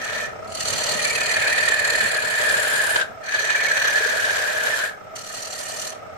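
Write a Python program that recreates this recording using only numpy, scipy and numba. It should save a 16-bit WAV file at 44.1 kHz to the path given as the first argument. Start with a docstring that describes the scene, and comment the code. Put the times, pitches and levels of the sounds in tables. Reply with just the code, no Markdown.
"""A gouge rasps and squawks in four passes on a bowl blank that a wood lathe spins at about 19 turns a second.
The edge meets end grain twice a turn: tearing fibres are dense random clicks, which also ring the steel.
The cutting force shakes the tool rest and bed, made as filtered clicks and low noise.
Under it the motor and bearings drone, as pulsing noise, a hum and a whine.
Hard workshop walls close by scatter the sound of the cut to both sides."""
import sys
import numpy as np
from scipy import signal
from scipy.fft import rfft, irfft, next_fast_len
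from scipy.io import wavfile
from scipy.ndimage import uniform_filter1d
from numba import njit

SR = 44100
rng = np.random.default_rng(int(sys.argv[2]) if len(sys.argv) > 2 else 0)


def transcribe(u):
    """Save the signal u as a 16-bit wav file named by the first command-line argument.

    u: samples, shape (n,) or (channels, n), limited to [-1, 1]; the rate is SR.
    q: integer samples, one column per channel.
    """
    v = np.clip(np.atleast_2d(u).T, -1, 1)
    q = np.round(v * 32767).astype(np.int16)
    wavfile.write(sys.argv[1], SR, q)


N = 272097

# shaking of the machine by the lopsided blank: time_s, level_db
SHAKE = [(0, -46.5), (1.1, -46), (1.75, -47.5), (2.05, -47), (2.3, -48), (2.9, -49.5), (3.35, -54),
         (4.3, -51.5), (4.95, -54.5), (5.2, -53.5), (6.17, -51.5)]
STEEL_WANDER = 0.0051  # share by which the steel's pitches stray as the contact shifts


def undb(db):
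    """Turn decibels into gain."""
    return 10 ** (np.asarray(db) / 20)


def curves(table):
    """Join the points of each column by straight lines in time; the first column is the time."""
    s, *columns = np.transpose(table)
    return [np.interp(np.arange(N) / SR, s, c) for c in columns]


def bins():
    """Frequencies of the spectrum lines in Hz, at least 1 so that logarithms work."""
    size = next_fast_len(N, real=True)
    return np.maximum(np.arange(size // 2 + 1) * SR / size, 1)


def shape(x, gain):
    """Filter both sides by a gain curve over frequency."""
    size = next_fast_len(N, real=True)
    return irfft(rfft(x, size) * gain, size)[:, :N]


def slope(points):
    """Gain curve through points of pitch in Hz and level in dB."""
    hz, db = np.transpose(points)
    return undb(np.interp(np.log(bins()), np.log(hz), db))


def ring(modes):
    """Gain curve of a set of resonances with steep skirts."""
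    f = bins()
    power = 0
    for hz, width, db in modes:
        distance = (f * f - hz * hz) / (2 * f * width)
        power = power + (undb(db) / (1 + distance ** 2 * 2)) ** 2
    return np.sqrt(power)


def colour(x, gain):
    """Filter by a gain curve and bring to rms 1."""
    y = shape(x, gain)
    return y / y.std()


def walk(rate):
    """Slow random drift with a spread of 1, drawing a new value about rate times a second."""
    k = max(int(SR / rate), 2)
    steps = np.repeat(rng.standard_normal(N // k + 1), k)
    y = uniform_filter1d(steps, k)[:N]
    return y / y.std()


def noise():
    """Unrelated noise on the two sides."""
    return rng.standard_normal((2, N))


def fractures(rate, spread_db):
    """Dense clicks of snapping fibres, rate a second; a wider spread makes a few much larger."""
    chance = rng.random((int(rate * N / SR), 4))
    size = undb(spread_db * np.minimum(-np.log(1 - chance[:, 0]), 4))
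    at = (chance[:, 1] * N).astype(int)
    # each click has the same size on both sides but an independent sign
    clicks = np.array([np.bincount(at, size * np.sign(side - .5), N) for side in chance[:, 2:].T])
    return clicks / clicks.std()


@njit
def resonate(x, hz, width):
    """Band-pass whose centre moves, built from two coupled stores of energy."""
    y, b, l = np.empty(len(x)), 0., 0.
    for i in range(len(x)):
        g, k = np.tan(np.pi * hz[i] / SR), width / hz[i]
        v = (b + g * (x[i] - l)) / (1 + g * (g + k))
        b, l, y[i] = 2 * v - b, l + 2 * g * v, k * v
    return y


def moving_ring(drive, hz, width):
    """Ring a steep resonance whose centre moves: two equal band-passes in a row, brought to rms 1."""
    y = np.array([resonate(resonate(side, hz, 2. * width), hz, 2. * width) for side in drive])
    return y / y.std()


def ease(x):
    """Smooth rise from 0 to 1."""
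    x = np.clip(x, 0, 1)
    return x * x * (3 - 2 * x)


def swell(s, rise_s):
    """Envelope that starts at time s, peaks at 1 after rise_s and then dies away."""
    start, envelope = int(s * SR), np.zeros(N)
    age = np.arange(min(SR // 5, N - start)) / SR / rise_s
    envelope[start:start + len(age)] = age * np.exp(1 - age)
    return envelope


def short_tones(table, rise_s, waver):
    """A single resonance swings up and dies away, its pitch a little unsteady."""
    clock = np.cumsum(1 + waver * walk(150)) / SR
    total = 0
    for s, db, hz in table:
        tone = np.sin(2 * np.pi * (hz * clock + rng.random((2, 1)) / 2))
        total = total + undb(db) * swell(s, rise_s) * tone
    return total


def gouge():
    """Each pass eases in, changes depth steadily and lifts off; depth sets chatter pitch and layer gains."""
    # passes: start_s, end_s, attack_s, hiss_stops_sooner_s, tearing_fibres_db, edge_hiss_db, chatter_db,
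    # shank_relative_to_chatter_db, tip_relative_to_hiss_db, dust_relative_to_hiss_db,
    # depth_at_start, depth_at_end (0 grazing, 1 deep)
    pass_table = [(-0.14, 0.25, 0.24, 0.008, -40.5, -40.5, -31, 1.5, -0.5, -21, 0.5, 0.56),
                  (0.445, 3, 0.3, 0.026, -37, -35.0, -26, 3.5, 0.3, -23, 0.02, 1.0),
                  (3.192, 4.855, 0.19, 0.0, -37.5, -38, -26, 3.0, 3, -24.5, 0.64, 1.04),
                  (5.148, 5.935, 0.013, 0.04, -49, -40.5, -40.5, -1, -4, -20, 0.29, 0.27)]
    # pressure of the hand on the gouge: time_s, level_db
    pressure = [(0.6, -1), (0.85, 1), (1.2, 0), (1.48, 0.4), (1.75, -1), (2.05, 1), (2.25, -2.5), (2.45, 2),
                (2.95, 0.2), (3.45, -1.4), (3.8, 1.24), (4.85, 0), (5.16, 1), (5.22, -5.5), (5.36, 1),
                (5.52, -1), (5.58, 2), (5.68, 4), (5.9, 0.5)]
    # the spinning wood just brushes the edge before it bites: start_s, level_db
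    brush_table = [(0.444, -51), (0.472, -52), (0.499, -62), (0.524, -52), (0.548, -44), (0.576, -47),
                   (0.604, -39)]
    # roll of the gouge, which moves the contact along its edge: time_s, roll (about -1.5 to 1.1)
    roll = [(0, -1.1), (0.3, -0.57), (0.55, -0.49), (0.8, -0.28), (1.5, 0.07), (3.0, 1.12), (3.25, -1.51),
            (3.9, -1.06), (4.85, 0.19), (5.15, -0.71), (5.52, -0.67), (5.58, 0.22), (5.9, -0.53)]
    # how far out of round the wood is under the edge: time_s, runout (0 true, about 1 lopsided)
    runout = [(0.0, 0.3), (0.85, 0.34), (1.05, 1.03), (1.6, 0.68), (2.1, 0.47), (2.6, 0.2), (3.1, 0.21),
              (3.35, 0.8), (3.85, 1.1), (4.05, 0.34), (6.17, 0.22)]
    release_db_per_s, ring_on_db_per_s = 291, 217  # the rasp dies as the gouge lifts off, chatter more slowly
    bite_depth = 0.41  # below this depth the edge rubs more than it cuts
    rub_chatter_db, rub_tear_db, rub_hiss_db = -20, -2.5, 6.5  # rubbing: less chatter and tearing, more hiss
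    buried_depth, buried_db = 0.63, -31  # past this depth the wood damps the tip, by this much per unit of depth
    buried_smoothing = 1.33  # a buried edge cuts more evenly: share of twice-a-turn swing lost per unit of depth
    bed_db, bed_build_s = 3, 0.42  # bed vibration relative to tearing, and the time it takes to build
    shank_depth_db, dust_depth_db = -16.5, 17  # by depth 1 the shank rings less and more dust flies
    # the shank breaks into ringing abruptly at this depth
    shank_on_depth, shank_on_range, shank_idle_db = 0.224, 0.02, -4
    grazing_hz, depth_sag_hz = 1911, 267.4  # chatter pitch at depth 0, and its fall by depth 1

    t, rows = np.arange(N) / SR, np.array(pass_table)
    current = np.maximum(np.searchsorted(rows[:, 0], t, side="right") - 1, 0)
    (start, end, attack, sooner, tear_db, hiss_db, chatter_db, shank_db, tip_db, dust_db,
     first_depth, last_depth) = rows[current].T
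    age = t - start
    lifted = np.maximum(t - end, 0)
    edge_lifted = np.maximum(t - end + sooner, 0)
    push = ease(age / attack) * undb(curves(pressure)[0])
    depth = first_depth + (last_depth - first_depth) * np.minimum(age / (end - start), 1)
    rub = np.maximum(1 - depth / bite_depth, 0)
    buried = np.maximum(depth - buried_depth, 0)
    brush = sum(undb(db) * swell(s, rise_s=0.0036) for s, db in brush_table)
    shank_idle = 1 - ease((depth - shank_on_depth) / shank_on_range)
    return dict(tear=push * undb(tear_db + rub_tear_db * rub - release_db_per_s * lifted),
                hiss=brush + push * undb(hiss_db + rub_hiss_db * rub - release_db_per_s * edge_lifted),
                chatter=push * undb(chatter_db + rub_chatter_db * rub - ring_on_db_per_s * lifted),
                bed=push * ease(age / bed_build_s) * undb(tear_db + bed_db - ring_on_db_per_s * lifted),
                shank=undb(shank_db + shank_depth_db * depth + shank_idle_db * shank_idle),
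                dust=undb(dust_db + dust_depth_db * depth),
                tip=undb(tip_db + buried_db * buried),
                swing=1 - buried_smoothing * buried,
                hz=grazing_hz - depth_sag_hz * depth,
                depth=depth, roll=curves(roll)[0], runout=curves(runout)[0])


def bite(turn, grain_db, grain_at, knock_db, knock_at, uneven_db, gap_db):
    """Cutting force: end grain twice a turn with a slack gap between, one knock a turn; no turn is alike."""
    grain = np.cos(4 * np.pi * (turn - grain_at))
    slack = ((1 - grain) / 2) ** 4
    high_side = np.cos(np.pi * (turn - knock_at)) ** 10
    force = undb(grain_db * grain - gap_db * slack + knock_db * high_side + uneven_db * walk(130))
    return force / np.sqrt(np.mean(force ** 2))


def rasp(turn, tool, crack):
    """Fibres tear in bursts; the same rhythm of force rings the steel, throws fine dust and snaps chips."""
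    # spectrum of tearing fibres: pitch_hz, level_db
    tear_spectrum = [(300, -11.5), (550, 5), (780, 1), (980, 0.5), (1120, 1.5), (1400, 4.5), (2150, -0.5),
                     (2700, -2), (2900, 2.5), (3700, 0.5), (4900, -6), (5600, -5.5), (9000, -15),
                     (15000, -50)]
    # spectrum of the edge's hiss: pitch_hz, level_db
    hiss_spectrum = [(1500, -13.5), (3000, -11.5), (5100, -2), (5500, -5.5), (6600, -4), (7600, -4),
                     (7930, -6), (8150, 1), (9100, -10), (10100, -35), (10900, -21), (13000, -16),
                     (14200, -20), (15200, -43)]
    # spectrum of fine dust: pitch_hz, level_db
    dust_spectrum = [(8000, -8.5), (10500, 4.5), (12000, 4.5), (13700, -7), (14500, -16), (15600, -21)]
    force = bite(turn, grain_db=1.76 * tool["swing"], grain_at=0.38, knock_db=3.4 * tool["runout"],
                 knock_at=0.85, uneven_db=1.74, gap_db=4.4 * tool["swing"])
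    tear = colour(fractures(rate=9000, spread_db=2.5), slope(tear_spectrum)) * undb(1.6 * walk(110))
    hiss = colour(fractures(rate=12000, spread_db=4.5), slope(hiss_spectrum)) * undb(-6.0 + 2.5 * walk(110))
    dust = colour(fractures(rate=3400, spread_db=0.0), slope(dust_spectrum)) * tool["dust"]
    edge = (hiss + steel(tool) + tip(tool) + dust) * tool["hiss"] * undb(3.0)
    # tearing follows the force only weakly, and cracks add to it
    tear_gain = force ** 0.35 * tool["tear"] * undb(7.0) + crack * undb(-6.5)
    return force * edge + tear * tear_gain + force * chips(tool)


def steel(tool):
    """Snapping fibres ring the steel, whose pitches wander and glide as the contact shifts."""
    # ringing of the steel: pitch_hz, width_hz, level_db, change_with_roll_db, change_with_depth_db,
    # glide_with_depth_hz
    steel_modes = [(2907, 220, -9, 0, -5.5, -30), (5970, 370, -7, -4.5, -2.5, 140),
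                   (7320, 490, -5.5, 2.5, -1.5, 0), (8380, 760, -12, 1.5, 2.5, -200),
                   (9810, 520, -9.5, 5, 0.5, -260), (13830, 450, -22, 4.5, 1, -150)]
    total = 0
    for hz, width, db, roll_db, depth_db, glide_hz in steel_modes:
        pitch_hz = (hz + glide_hz * tool["depth"]) * (1 + STEEL_WANDER * walk(14))
        mode = moving_ring(fractures(rate=6000, spread_db=2.5), pitch_hz, width)
        level_db = db + roll_db * tool["roll"] + depth_db * tool["depth"] + 1.68 * walk(60)
        total = total + mode * undb(level_db)
    return total


def tip(tool):
    """The tip of the gouge rings as fibres snap, lower in a deep cut and damped when buried."""
    top_hz, sag_hz = 4370, 130  # ring at depth 0, and its fall by depth 1
    hz = (top_hz - sag_hz * tool["depth"]) * (1 + STEEL_WANDER * walk(14))
    tone = moving_ring(fractures(rate=5400, spread_db=3.5), hz, 227)
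    return tone * tool["tip"] * undb(-3.0 + 1.96 * walk(60))


def chips(tool):
    """Coarse chips snap off among the fibres, clicks ringing at a quickly changing random pitch."""
    middle_hz, scatter, level_db = 3600, 0.22, -5  # level relative to the gouge's tearing gain
    hz = np.clip(middle_hz * np.exp(scatter * walk(70)), 2000, 7000)
    return moving_ring(fractures(rate=700, spread_db=2.5), hz, 340) * tool["tear"] * undb(level_db)


def chatter(turn, tool, surge):
    """The gouge bounces in a rough squawk that flares at each knock and sinks as the cut deepens."""
    # close bending modes of the chattering gouge: multiple_of_chatter_pitch, width_hz, level_db
    chatter_modes = [(0.93, 100, -9), (1.0, 95, -0.65), (1.075, 110, -11.5)]
    # resonances of the gouge's shank: pitch_hz, width_hz, level_db
    shank_modes = [(2120, 200, -13.5), (2254, 62, -3), (2427, 87, 0.5), (2547, 69, -8.5)]
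    waver = 0.022  # share by which the chatter pitch strays
    hz = tool["hz"] * (1 + waver * walk(55))
    force = bite(turn, grain_db=0.6, grain_at=0.16, knock_db=5.0 * tool["runout"], knock_at=0.825,
                 uneven_db=0.5, gap_db=0.0)
    squawk = 0
    for multiple, width, db in chatter_modes:
        mode = moving_ring(fractures(rate=5000, spread_db=0.5), hz * multiple, width)
        squawk = squawk + mode * undb(db)
    shank = colour(fractures(rate=3000, spread_db=1.5), ring(shank_modes))
    # a catch plucks the tool, which swings at its own pitch
    pluck = np.sin(2 * np.pi * (np.cumsum(hz) / SR + rng.random((2, 1))))
    bouncing = force * tool["chatter"] * undb(2.0) * (squawk + shank * tool["shank"])
    return bouncing + pluck * surge * undb(-1.5)


def catches(rise_s, build_s):
    """Where a chip tears out, the chatter builds and subsides evenly while the crack starts sharply."""
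    # the edge catches and tears out a chip: start_s, level_db, crack_relative_db
    catch_table = [(0.606, -27, -4), (0.702, -29, -5), (0.731, -28, -3), (0.992, -21, -9), (1.052, -27, -3),
                   (1.212, -18, -6), (1.3668, -18, -11), (1.474, -17, 0), (1.525, -23, -7),
                   (1.578, -15, -4), (1.628, -13, -21), (1.679, -11, -11), (1.7184, -13, -13),
                   (1.738, -14, -21), (1.945, -25, -14), (2.006, -13, -7), (2.41, -26, -3),
                   (2.49, -19, -19.5), (2.507, -13, -17), (2.5424, -13, -32), (2.7362, -12, -15),
                   (2.753, -13.5, -20.5), (2.803, -14, -18.5), (2.9048, -13.5, -23.5), (2.9587, -9.5, -9),
                   (2.987, -16.5, -6.5), (3.0116, -15.5, -4), (3.025, -15, -25), (3.3457, -10.5, -13),
                   (3.4996, -13.5, -8), (3.552, -12, -9), (3.6093, -26, -8), (3.719, -18, -19),
                   (3.769, -16, -6), (3.852, -18, -6), (3.878, -21, -4), (3.959, -13, -16),
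                   (3.973, -19, -18), (4.2454, -14, -22), (4.2961, -12, -16), (4.668, -12, -16)]
    t, surge, crack = np.arange(N) / SR, 0, 0
    for s, db, crack_db in catch_table:
        surge = surge + undb(db) * ease(1 - np.abs(t - s - rise_s) / build_s)
        crack = crack + undb(db + crack_db) * swell(s, rise_s)
    return surge, crack


def squeaks():
    """The bevel rubs and squeaks briefly, each time as one short unsteady tone."""
    # squeaks of the bevel: start_s, level_db, pitch_hz
    squeak_table = [(1.049, -18.5, 2280), (1.102, -19, 2297), (1.155, -23, 2510), (1.209, -23, 2510),
                    (1.475, -20, 2440), (3.56, -20, 2330), (3.612, -23, 2290), (3.668, -20, 2248),
                    (3.775, -24, 2364)]
    return short_tones(squeak_table, rise_s=0.006, waver=0.01786)


def bumps():
    """The iron bed is knocked and answers with a short unsteady tone."""
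    # knocks on the bed: start_s, level_db, pitch_hz
    bump_table = [(4.005, -24.5, 446), (4.057, -23.5, 451), (4.11, -30, 455)]
    return short_tones(bump_table, rise_s=0.0053, waver=0.025)


def thumps(rise_s, width_hz):
    """Soft low knocks: resonant noise that swells and dies within a few hundredths of a second."""
    # dull low thumps while the shavings fly: start_s, level_db, pitch_hz
    thump_table = [(0.716, -37, 165.7), (0.742, -36, 110), (0.775, -41, 189), (0.905, -38, 135),
                   (0.945, -39, 160), (1.052, -38, 160), (1.205, -41, 170), (1.375, -42, 100),
                   (1.982, -42, 90), (2.008, -42, 180), (2.04, -39, 170)]
    _, hz = curves(thump_table)
    envelope = sum(undb(db) * swell(s, rise_s) for s, db, _ in thump_table)
    return moving_ring(noise(), hz, width_hz) * envelope


def bed(turn, tool):
    """Cutting force and lopsided blank shake the iron bed and the tool rest, whose pitch wavers."""
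    # resonances of the bed: pitch_hz, width_hz, level_db
    bed_modes = [(185, 76, -19), (455.5, 54, -2), (525, 100, -13), (619, 67, 1), (960, 115, -10.5)]
    # spectrum of the low rumble: pitch_hz, level_db
    rumble_spectrum = [(20, -2), (50, -10), (90, 10.5), (140, 2.5), (200, 3), (290, -1), (400, -9),
                       (700, -36)]
    rest_hz, rest_waver, rest_db = 621.5, 0.024, -4  # ring of the tool rest
    bed_shake_db = 6  # bed vibration relative to the shaking of the machine
    shake = undb(curves(SHAKE)[0])
    force = bite(turn, grain_db=1.0, grain_at=0.17, knock_db=1.5, knock_at=0.31, uneven_db=2.0, gap_db=0.0)
    rest = moving_ring(fractures(rate=800, spread_db=1.5), rest_hz * (1 + rest_waver * walk(12)), 38.5)
    iron = colour(fractures(rate=800, spread_db=2.5), ring(bed_modes))
    body = iron * undb(-1.5) + rest * undb(rest_db)
    rumble = colour(noise(), slope(rumble_spectrum))
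    return force * (body * np.hypot(tool["bed"], shake * undb(bed_shake_db)) + rumble * shake)


def sliding_dips(x):
    """Two narrow dips move together through the treble and give the scrape its hollow colour."""
    # the lower dip slides as the gouge travels: time_s, pitch_hz, depth_db
    dip_table = [(0.25, 5000, -6), (0.5, 5500, -13), (1.3, 5430, -10), (2.0, 5580, -7), (2.6, 5840, -12),
                 (3.1, 5650, -5), (3.2, 5351, -7), (3.55, 5300, -9), (4.0, 4950, 0), (4.9, 4986, -1),
                 (5.2, 5080, 0), (5.9, 5080, -2)]
    width_hz, upper_ratio, upper_width_hz = 610, 2.13, 860  # its twin is a little over an octave up
    hz, db = curves(dip_table)
    for centre, width in ((hz, width_hz), (hz * upper_ratio, upper_width_hz)):
        band = np.array([resonate(side, centre, 1. * width) for side in x])
        x = x - (1 - undb(db)) * band
    return x


def hollows():
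    """Gain curve of the fixed narrow dips in the sound of the cut."""
    # narrow dips: pitch_hz, width_hz, depth_db
    hollow_table = [(2730, 160, -1.5), (7810, 210, -7), (9250, 290, -0.5)]
    return undb(sum(db * np.exp(-(2 * (bins() - hz) / width) ** 2) for hz, width, db in hollow_table))


def left_right():
    """Gain curves that lean the cut to the right by pitch, with the two sides' mean power kept."""
    # leaning of the cut to the right, strongest near 8 to 9 kHz: pitch_hz, left_minus_right_db
    lean_table = [(60, -3.5), (200, -2.5), (600, -1), (1300, 0), (4400, -.5), (6000, -1), (7300, -4),
                  (7900, -5), (8100, -13), (8700, -11), (9700, -6), (10500, -1), (11500, 0)]
    lean = np.sqrt(slope(lean_table))
    sides = np.array([lean, 1 / lean])
    return sides / np.sqrt(np.mean(sides ** 2, axis=0))


def workshop(x, t60_s, wet_db, near_s, near_db):
    """A quick scatter off the machine and the wall behind it, and a short room tail, as fading noise."""
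    t = np.arange(SR // 2) / SR
    out = x
    for decay_s, db in ((near_s, near_db), (t60_s, wet_db)):
        echo = rng.standard_normal((2, len(t))) * np.exp(-np.log(1000) * t / decay_s)
        echo = echo / np.sqrt(np.sum(echo ** 2, axis=1, keepdims=True))
        out = out + undb(db) * signal.fftconvolve(x, echo, axes=1)[:, :N]
    return out


def drive_train(turn):
    """The housing rattles once each motor turn, harder when shaken, over fan noise, a low hum and a thin whine."""
    # resonances of the motor housing: pitch_hz, width_hz, level_db
    housing_modes = [(439, 41, -13), (638.4, 44, -1.5), (750, 82, -6.5), (1290, 104, -4.5),
                     (2050, 200, -26), (2170, 370, -25.5), (5350, 270, -30), (6200, 130, -32),
                     (6860, 210, -44), (8200, 260, -36)]
    # spectrum of the fan noise: pitch_hz, level_db
    fan_spectrum = [(25, -10), (60, -23), (100, -7), (240, -6.5), (320, -9), (560, 0.5), (1000, -13.5),
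                    (1600, -6.5), (2800, -16.5), (4500, -25), (7500, -28), (9500, -36), (11000, -68),
                    (15000, -71)]
    spindle_to_motor = 1.605  # belt ratio: motor turns per spindle turn
    rattle_per_shake = 0.52  # dB that rattle and fan noise gain per dB of shaking
    motor_turn = spindle_to_motor * turn
    shake_db, = curves(SHAKE)
    shaken = undb(rattle_per_shake * (shake_db - shake_db.mean()))
    throb = undb(3.4 * np.cos(2 * np.pi * (motor_turn + .15)) + .6 * walk(60))
    housing = colour(noise(), ring(housing_modes)) * throb * undb(-38.5)
    fan = colour(noise(), slope(fan_spectrum)) * undb(-44.0)
    # the hum swings three times a motor turn and is louder on the right
    hum = np.sin(2 * np.pi * 3 * motor_turn + .9 * walk(9)) * undb(3 * walk(14))
    whine = colour(noise(), ring([(12020, 45, 0)])) * undb(-70)
    return (housing + fan) * shaken + whine + hum * undb([[-65], [-61]])


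def scene():
    """The gouge on the turning blank, over the running machine."""
    # spindle speed, sagging under load: time_s, turns_per_second
    spindle = [(0.0, 18.27), (0.5, 19.22), (1.0, 18.83), (1.5, 18.75), (2.2, 18.66), (2.85, 18.52),
               (3.2, 19.3), (3.6, 18.64), (4.1, 18.44), (4.7, 18.78), (5.15, 18.98), (5.6, 19.08),
               (5.85, 18.85), (6.17, 18.1)]
    turn = np.cumsum(curves(spindle)[0]) / SR
    tool = gouge()
    surge, crack = catches(rise_s=.0038, build_s=.0095)
    cut = rasp(turn, tool, crack) + chatter(turn, tool, surge) + bed(turn, tool)
    cut = cut + thumps(rise_s=0.013, width_hz=69) * undb(-2.5) + squeaks() + bumps()
    cut = shape(sliding_dips(cut), hollows() * left_right())
    return workshop(cut, t60_s=0.26, wet_db=-12.5, near_s=0.055, near_db=-14.0) + drive_train(turn)


def record(dry):
    """Low-pass: nothing is kept above about 15600 Hz."""
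    return signal.sosfilt(signal.ellip(10, .2, 80, 15600, fs=SR, output="sos"), dry)


dry = scene()
out = record(dry)
transcribe(out)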